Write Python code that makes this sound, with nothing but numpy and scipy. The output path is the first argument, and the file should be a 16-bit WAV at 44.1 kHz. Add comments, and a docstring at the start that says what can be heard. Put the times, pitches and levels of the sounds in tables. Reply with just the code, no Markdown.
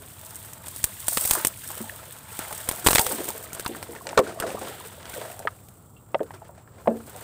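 """Dense reeds rustle and scrape as someone pushes a phone through them over shallow water.
The leaves are swarms of tiny scratches; stiff stems snap and flick close to the microphone.
Stems rub and knock a hollow hull, ringing its modes, and the water gurgles and drips in short
bubbles. A low rumble and a faint hiss lie under it all."""
import sys
import numpy as np
from scipy import signal
from scipy.fft import rfft, irfft, next_fast_len
from scipy.io import wavfile
from scipy.ndimage import uniform_filter1d

SR = 44100
rng = np.random.default_rng(int(sys.argv[2]) if len(sys.argv) > 2 else 0)


def dump_mix(stems):
    """Bounce the given channels to the path in sys.argv[1] as a 16-bit WAV at rate SR."""
    frames = np.atleast_2d(stems).T  # one column per channel
    limited = np.clip(frames, -1, 1)  # hard clip at full scale
    pcm = np.round(limited * 32767).astype(np.int16)
    wavfile.write(sys.argv[1], SR, pcm)


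N = 318843

# Resonances of the hollow hull. Each row: frequency in Hz, relative level in dB,
# base time in seconds to die away by 60 dB (t60).
HULL_MODES = [(227.2, 4.5, 0.21), (280, -5.5, 0.3), (359, 2, 0.078), (443.4, -0.5, 0.077),
              (524, 0.5, 0.052), (570, -36, 0.2), (645, 3.5, 0.053), (728.6, -4, 0.083), (883, 5.5, 0.054),
              (997, 1.5, 0.033), (1113, 3, 0.017), (1310, 16, 0.014), (1532, 5.5, 0.057), (1735, -32, 0.1),
              (1757, 3, 0.09), (2360, 0, 0.031), (2737, 8, 0.058), (3560, -8.5, 0.033)]


def undb(db):
    """Decibels to gain."""
    return 10 ** (np.asarray(db) / 20)


def unit(x):
    """Scale to rms 1."""
    return x / np.sqrt(np.mean(x ** 2))


def at_peak(x, db=0):
    """Scale to a peak level in dB."""
    return x * undb(db) / np.abs(x).max()


def decay(t, t60):
    """Exponential fade, 60 dB down after t60 seconds."""
    return np.exp(-np.log(1000) * t / t60)


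def colour(x, points):
    """EQ drawn through (Hz, dB) points; falls away outside them."""
    hz, db = np.transpose(points)
    size = next_fast_len(len(x))
    log_f = np.log(np.maximum(np.arange(size // 2 + 1) * SR / size, 1))
    outside = np.maximum(np.log(hz[0]) - log_f, 0) + np.maximum(log_f - np.log(hz[-1]), 0)
    gain_db = np.interp(log_f, np.log(hz), db) - 20 * outside
    return irfft(rfft(x, size) * undb(gain_db), size)[:len(x)]


def band(x, lo_hz, hi_hz):
    """Causal band-pass."""
    sos = signal.butter(2, [lo_hz, min(hi_hz, .45 * SR)], "band", fs=SR, output="sos")
    return signal.sosfilt(sos, x)


def wander(rate):
    """Random levels held 1 / rate seconds and smoothed twice; rms 1."""
    hold = int(SR / rate)
    steps = np.repeat(rng.standard_normal(N // hold + 1), hold)
    return unit(uniform_filter1d(uniform_filter1d(steps, hold), hold)[:N])


def follow(table):
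    """Draw one curve per column through the times in the first column."""
    times, *columns = np.transpose(table)
    return [np.interp(np.arange(N) / SR, times, column) for column in columns]


def add(out, start_s, x):
    """Mix x into out at a time."""
    i = int(start_s * SR)
    out[i:i + len(x)] += x[:len(out) - i]


def friction(rate, spread_db, t60, bed_db):
    """A bed of countless faint contacts, topped by `rate` sudden, uneven scratches a second."""
    starts = (rng.random(N) < rate / SR) * undb(spread_db * np.minimum(rng.exponential(size=N), 3))
    swarm = signal.lfilter([1], [1, -decay(1 / SR, t60)], starts)
    return (undb(bed_db) + unit(swarm)) * rng.standard_normal(N)


def leaf_rustle():
    """Leaves brush past in a swarm of tiny, bright scratches."""
    # Tone of the leaves. Each row: frequency in Hz, gain in dB.
    leaf_eq = [(4500, -1.5), (6000, -1.5), (8000, 1.5), (11000, 2.5), (15000, 9)]
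    return unit(colour(friction(rate=110, spread_db=6, t60=0.019, bed_db=3), leaf_eq))


def leaf_ticks():
    """Sparse, very short leaf contacts make dry ticks."""
    # Tone of the ticks. Each row: frequency in Hz, gain in dB.
    tick_eq = [(3500, -9), (6000, -7.5), (10000, -4), (15000, 4.5)]
    return unit(colour(friction(rate=25, spread_db=6, t60=0.0049, bed_db=-30), tick_eq))


def stem_scrape():
    """Stems scrape by with a denser, lower grain than the leaves."""
    # Tone of the scrape. Each row: frequency in Hz, gain in dB.
    scrape_eq = [(1000, -11), (1700, 3.5), (2500, 2), (3500, 6.5), (5000, -7), (7000, -49)]
    return unit(colour(friction(rate=190, spread_db=7.5, t60=0.012, bed_db=4.5), scrape_eq))


def bubbles(count, centre_hz, octaves, cycles=14, glide=0.08, spread_db=3):
    """Air pockets closing in the stirred water: short sines that rise as they fade."""
    out = np.zeros(N)
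    for when, pitch, size in zip(rng.random(count), rng.standard_normal(count),
                                 rng.exponential(size=count)):
        hz = centre_hz * 2 ** np.clip(octaves * pitch, -1.5, 2.2)
        turns = np.arange(int(2 * cycles * SR / hz)) * hz / SR
        fade = np.exp(-3 * turns / cycles) * np.minimum(turns / 2, 1)
        chirp = np.sin(2 * np.pi * turns * (1 + glide * turns / cycles / 2))
        add(out, when * N / SR, undb(spread_db * min(size, 2.5)) * fade * chirp)
    return unit(out)


def hull_rub(centre_hz):
    """Stems drag along the hull in slips, exciting mostly the modes near centre_hz."""
    slips = friction(rate=70, spread_db=5.8, t60=0.087, bed_db=-4)
    out = 0
    for hz, db, t60 in HULL_MODES:
        pole = decay(1 / SR, 0.59 * t60)
        mode = signal.lfilter([1, 0, -1], [1, -2 * pole * np.cos(2 * np.pi * hz / SR), pole ** 2], slips)
        nearness = (1 + (np.log(hz / centre_hz) / 0.46) ** 2) ** -1.65
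        out = out + unit(mode) * undb(db + 2.4 * wander(13)) * nearness
    return unit(out)


def air():
    """A steady bed of low noise and thin hiss, with a far rumble that wavers."""
    # Tone of the bed. Each row: frequency in Hz, gain in dB.
    air_eq = [(15, -42), (30, -20), (96, 6), (246, -8.5), (523, -15), (1400, -19), (2300, -85),
              (5000, -91.5), (7500, -28), (10600, -58), (15500, -26.5)]
    bed = unit(colour(rng.standard_normal(N), air_eq))
    waver = undb(1.3 * wander(13) + 1.3 * wander(0.4))
    rumble = waver * unit(band(rng.standard_normal(N), 65, 127.5))
    return undb(-50) * bed + undb(-61.5) * rumble


def stem_flicks(snap_db=2, snap_s=0.0012):
    """A stem lets go: a snapping, chattering crack, a duller body and a push of air on the diaphragm."""
    # Close flicks. Each row: start in seconds, crack peak in dB, body peak in dB before a 5 dB lift.
    flicks = [(0.3566, -24, -46), (0.533, -23, -46.5), (0.669, -25, -39.5), (0.683, -20, -42),
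              (0.762, -19, -42), (0.841, -4, -21.5), (1.003, -21, -47), (1.0821, -5.5, -23),
              (1.1722, -7.5, -17.5), (1.2518, -13, -26), (1.2967, -14, -34), (1.3099, -1.5, -13.5),
              (1.3348, -8, -27), (1.4488, -6, -19.5), (1.47, -4.5, -29), (2.391, -16, -26.5),
              (2.5265, -25, -35.5), (2.6893, -10, -21.5), (2.7124, -17.5, -26), (2.8639, -8, -10.5),
              (2.8697, -0.5, -7), (2.886, -9, -9), (2.9076, -11, -18), (2.9122, -10, -20.5),
              (2.931, -15, -16), (2.9503, -1.5, -17), (2.9568, -7, -10.5), (2.9826, -12, -9),
              (2.9939, -3, -12.5), (3.0658, -12.5, -20.5), (3.2881, -14.5, -29.5), (3.4412, -27.5, -37),
              (3.531, -21.5, -36), (3.5485, -25, -36), (3.5963, -20, -27.5), (3.662, -25, -22),
              (3.678, -21.5, -45), (3.8276, -26, -30), (4.0691, -44, -25.5), (4.0907, -49, -26.5),
              (4.176, -28, -12), (4.1902, -22, -19.5), (4.4009, -13.5, -23.5), (4.504, -46, -34),
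              (5.029, -51, -39), (5.055, -49, -36), (5.139, -39, -32.5), (5.3924, -26.5, -39),
              (5.6863, -34, -47), (6.232, -40, -44.5), (6.306, -54, -53), (7.1629, -31.5, -43)]
    out, t = np.zeros(N), np.arange(2500) / SR
    snap = 1 + undb(snap_db) * np.exp(-t / snap_s)
    fade = decay(t, t60=0.033)
    air_push = t * np.exp(-t / 0.00083) - 0.037 * t * np.exp(-t / 0.0031)  # diaphragm swings out and back
    for start_s, crack_db, body_db in flicks:
        crack_noise, body_noise, thump_noise, jitter = rng.standard_normal((4, len(t)))
        flutter = uniform_filter1d(jitter, size=49) * np.sqrt(49)
        chatter = snap * undb(8 * np.minimum(t / 0.011, 1) * flutter)
        crack = band(np.diff(crack_noise, prepend=0) * fade * chatter, 4300, 20800)
        body = band(body_noise * fade ** 1.12 * chatter, 535, 4130)
        thump = band(thump_noise * fade ** 2.55, 28, 830)
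        thump_db = min(crack_db, body_db) + 2.5  # only near flicks, both bright and full, push much air
        push = np.sign(thump_noise[0]) * air_push
        for part, db in ((crack, crack_db), (body, body_db + 5), (thump, thump_db), (push, thump_db - 9)):
            add(out, start_s, at_peak(part, db))
    return out


def leaf_wipes(attack_s=0.0071, release_s=0.03):
    """Extra rustle gain as leaves wipe right across the phone: quick rise, hold, exponential release."""
    # Each row: start in seconds, hold in seconds, relative level in dB.
    wipes = [(1.084, 0.28, -27), (2.842, 0.17, -24.5)]
    gain, t = np.zeros(N), np.arange(N) / SR
    for start_s, hold_s, db in wipes:
        attack = np.clip((t - start_s) / attack_s, 0, 1)
        release = np.exp(-np.maximum(t - start_s - hold_s, 0) / release_s)
        gain += undb(db) * attack * release
    return gain


def hull_knocks(reach=0.22, skirt_reach=0.67, skirt_db=-20.5, scatter_db=4, rattle_db=-11.5):
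    """Each blow slaps the hull and rings a new mix of modes near its centre; loose stems rattle after."""
    # Blows on the hull. Each row: start in seconds, peak in dB before the slap is added,
    # centre pitch in Hz, ring length as a multiple of the modes' t60.
    blows = [(1.353, -19, 1240, 0.95), (1.373, -24.5, 400, 0.5), (1.703, -30.5, 970, 0.98),
             (1.805, -26, 296, 0.75), (1.896, -24, 1920, 0.16), (2.509, -27.5, 785, 1.4),
             (2.994, -17, 810, 2), (3.126, -25, 312, 0.79), (3.2, -23, 380, 0.65),
             (3.302, -27.5, 850, 0.52), (3.652, -25.5, 1340, 0.41), (3.662, -18.5, 1010, 0.43),
             (3.692, -27.5, 399, 2), (3.749, -25.5, 1600, 0.45), (3.889, -30.5, 397, 2.2),
             (3.963, -32, 1800, 0.21), (4.068, -27, 600, 1.8), (4.13, -22.5, 780, 0.34),
             (4.173, -7.5, 503, 1.7), (4.178, -5, 1200, 0.72), (4.192, -4.5, 520, 0.91),
             (4.424, -19.5, 1520, 0.46), (4.438, -18.5, 508, 0.95), (4.546, -21.5, 524, 0.62),
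             (5.176, -28, 500, 1.5), (5.401, -29, 625, 1.2), (5.451, -21, 530, 0.66),
             (5.473, -10, 1380, 0.3), (5.965, -48.5, 3270, 1.5), (6.145, -9, 674, 0.62),
             (6.194, -33, 1520, 0.48), (6.205, -15, 536, 1.03), (6.307, -28, 1040, 0.2),
             (6.418, -33, 730, 0.97), (6.492, -35, 697, 1.1), (6.676, -41.5, 1230, 0.34),
             (6.858, -29, 890, 0.9), (6.874, -5, 640, 1.13), (6.879, -17.5, 244, 1.53),
             (6.905, -18, 498, 2.7), (7.151, -32, 680, 1.3)]
    out, t = np.zeros(N), np.arange(9000) / SR
    hz, db, t60 = np.transpose(HULL_MODES)
    variations = rng.standard_normal((len(blows), 3, len(hz)))
    for (start_s, peak_db, centre_hz, length), (scatter, detune, phase) in zip(blows, variations):
        noise = rng.standard_normal(len(t))
        distance = np.log(hz / centre_hz)
        near = np.exp(-.5 * (distance / reach) ** 2)
        skirt = undb(skirt_db) * np.exp(-.5 * (distance / skirt_reach) ** 2)  # far modes stir faintly
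        gains = undb(db + scatter_db * scatter) * (near + skirt)
        angles = 2 * np.pi * np.outer(hz * (1 + 0.034 * detune), t) + 1.05 * phase[:, None]
        ring = gains @ (np.sin(angles) * decay(t, length * t60[:, None]))
        rattle = band(noise, 0.742 * centre_hz, 1.014 * centre_hz)
        rattle = unit(band(rattle, 58, 3.2 * centre_hz)) * decay(t, 0.11 * length)
        rise = (1 - np.exp(-t * centre_hz * 4)) ** 2  # a softer, lower blow takes longer to land
        blow = rise * (at_peak(ring) + undb(rattle_db) * rattle)
        contact = noise[::-1] * np.minimum(t / 0.00071, 1) * decay(t, t60=0.023)
        slap = band(band(contact, 990, 3030), 990, 3030)
        slap_db = min(13 - 24.5 * length + 0.94 * peak_db, -7)  # hard, dry blows slap most
        add(out, start_s, undb(peak_db) * (at_peak(blow) + at_peak(slap, slap_db)))
    return out


def scene():
    """The push through the reeds rides the textures; flicks, knocks and air join them in mono."""
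    # Faders for the reeds. Each row: time in seconds, leaf fader in dB, stem and drip fader in dB.
    push = [(0, -45, -55), (0.5, -40.5, -52), (0.63, -50, -60), (0.67, -39, -49.5), (1.47, -33, -42),
            (1.52, -42, -51), (1.66, -34.5, -46), (2.25, -46.5, -53.5), (2.34, -36.5, -46),
            (2.84, -36.5, -45.5), (3.11, -31.5, -39), (3.3, -34.5, -43.5), (3.5, -46, -55),
            (3.68, -43, -45.5), (4.3, -50.5, -73), (4.68, -41, -42.5), (5.04, -49, -54.5),
            (5.14, -37.5, -43), (5.44, -49.5, -60), (6.05, -60.5, -75.5), (6.35, -58, -72),
            (6.68, -68.5, -95), (6.85, -55.5, -70), (7.23, -44, -53.5)]
    # Moving through the water. Each row: time in seconds, gurgle and rub fader in dB, rub pitch in Hz.
    wade = [(0, -55.5, 710), (1, -54.5, 754), (1.37, -37.5, 735), (1.58, -56.5, 644), (1.86, -45, 670),
            (2.15, -54, 736), (2.35, -46, 810), (2.8, -43.5, 647), (2.95, -40, 700), (3.1, -36.5, 450),
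            (3.26, -33, 400), (3.42, -46.5, 570), (4.0, -43.5, 463), (4.16, -40, 476), (4.26, -35, 423),
            (4.7, -37.5, 455), (5.05, -50, 594), (5.18, -39.5, 645), (5.55, -57, 560), (6.05, -70, 590),
            (6.3, -53.5, 597), (6.68, -60, 560), (6.82, -52.5, 480), (7.23, -49.5, 590)]
    leaf_db, stem_db = follow(push)
    slosh_db, rub_hz = follow(wade)
    leaves = (undb(leaf_db) + leaf_wipes()) * undb(-4) * leaf_rustle()
    ticks = undb(leaf_db - 15.5) * leaf_ticks()
    stems = undb(stem_db - 4.5) * stem_scrape()
    drips = undb(stem_db - 12) * bubbles(count=200, centre_hz=2190, octaves=0.5)
    rub = undb(slosh_db + 0.7) * hull_rub(rub_hz)
    gurgle = undb(slosh_db - 6.5) * bubbles(count=300, centre_hz=950, octaves=0.65)
    return (leaves + ticks + stems + drips + rub + gurgle + stem_flicks() + hull_knocks() + air())[None]


def record(dry):
    """The microphone port resonates in the treble; the phone rounds the peaks and cuts the top."""
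    port_hz, port_width_hz, port_db, top_hz = 8445, 1220, 11, 15550
    b, a = signal.iirpeak(port_hz, port_hz / port_width_hz, fs=SR)
    bright = dry + (undb(port_db) - 1) * signal.lfilter(b, a, dry)
    rounded = 0.95 * np.tanh(bright / 0.97)
    return signal.sosfilt(signal.ellip(12, .2, 90, top_hz, fs=SR, output="sos"), rounded)


dry = scene()
out = record(dry)
dump_mix(out)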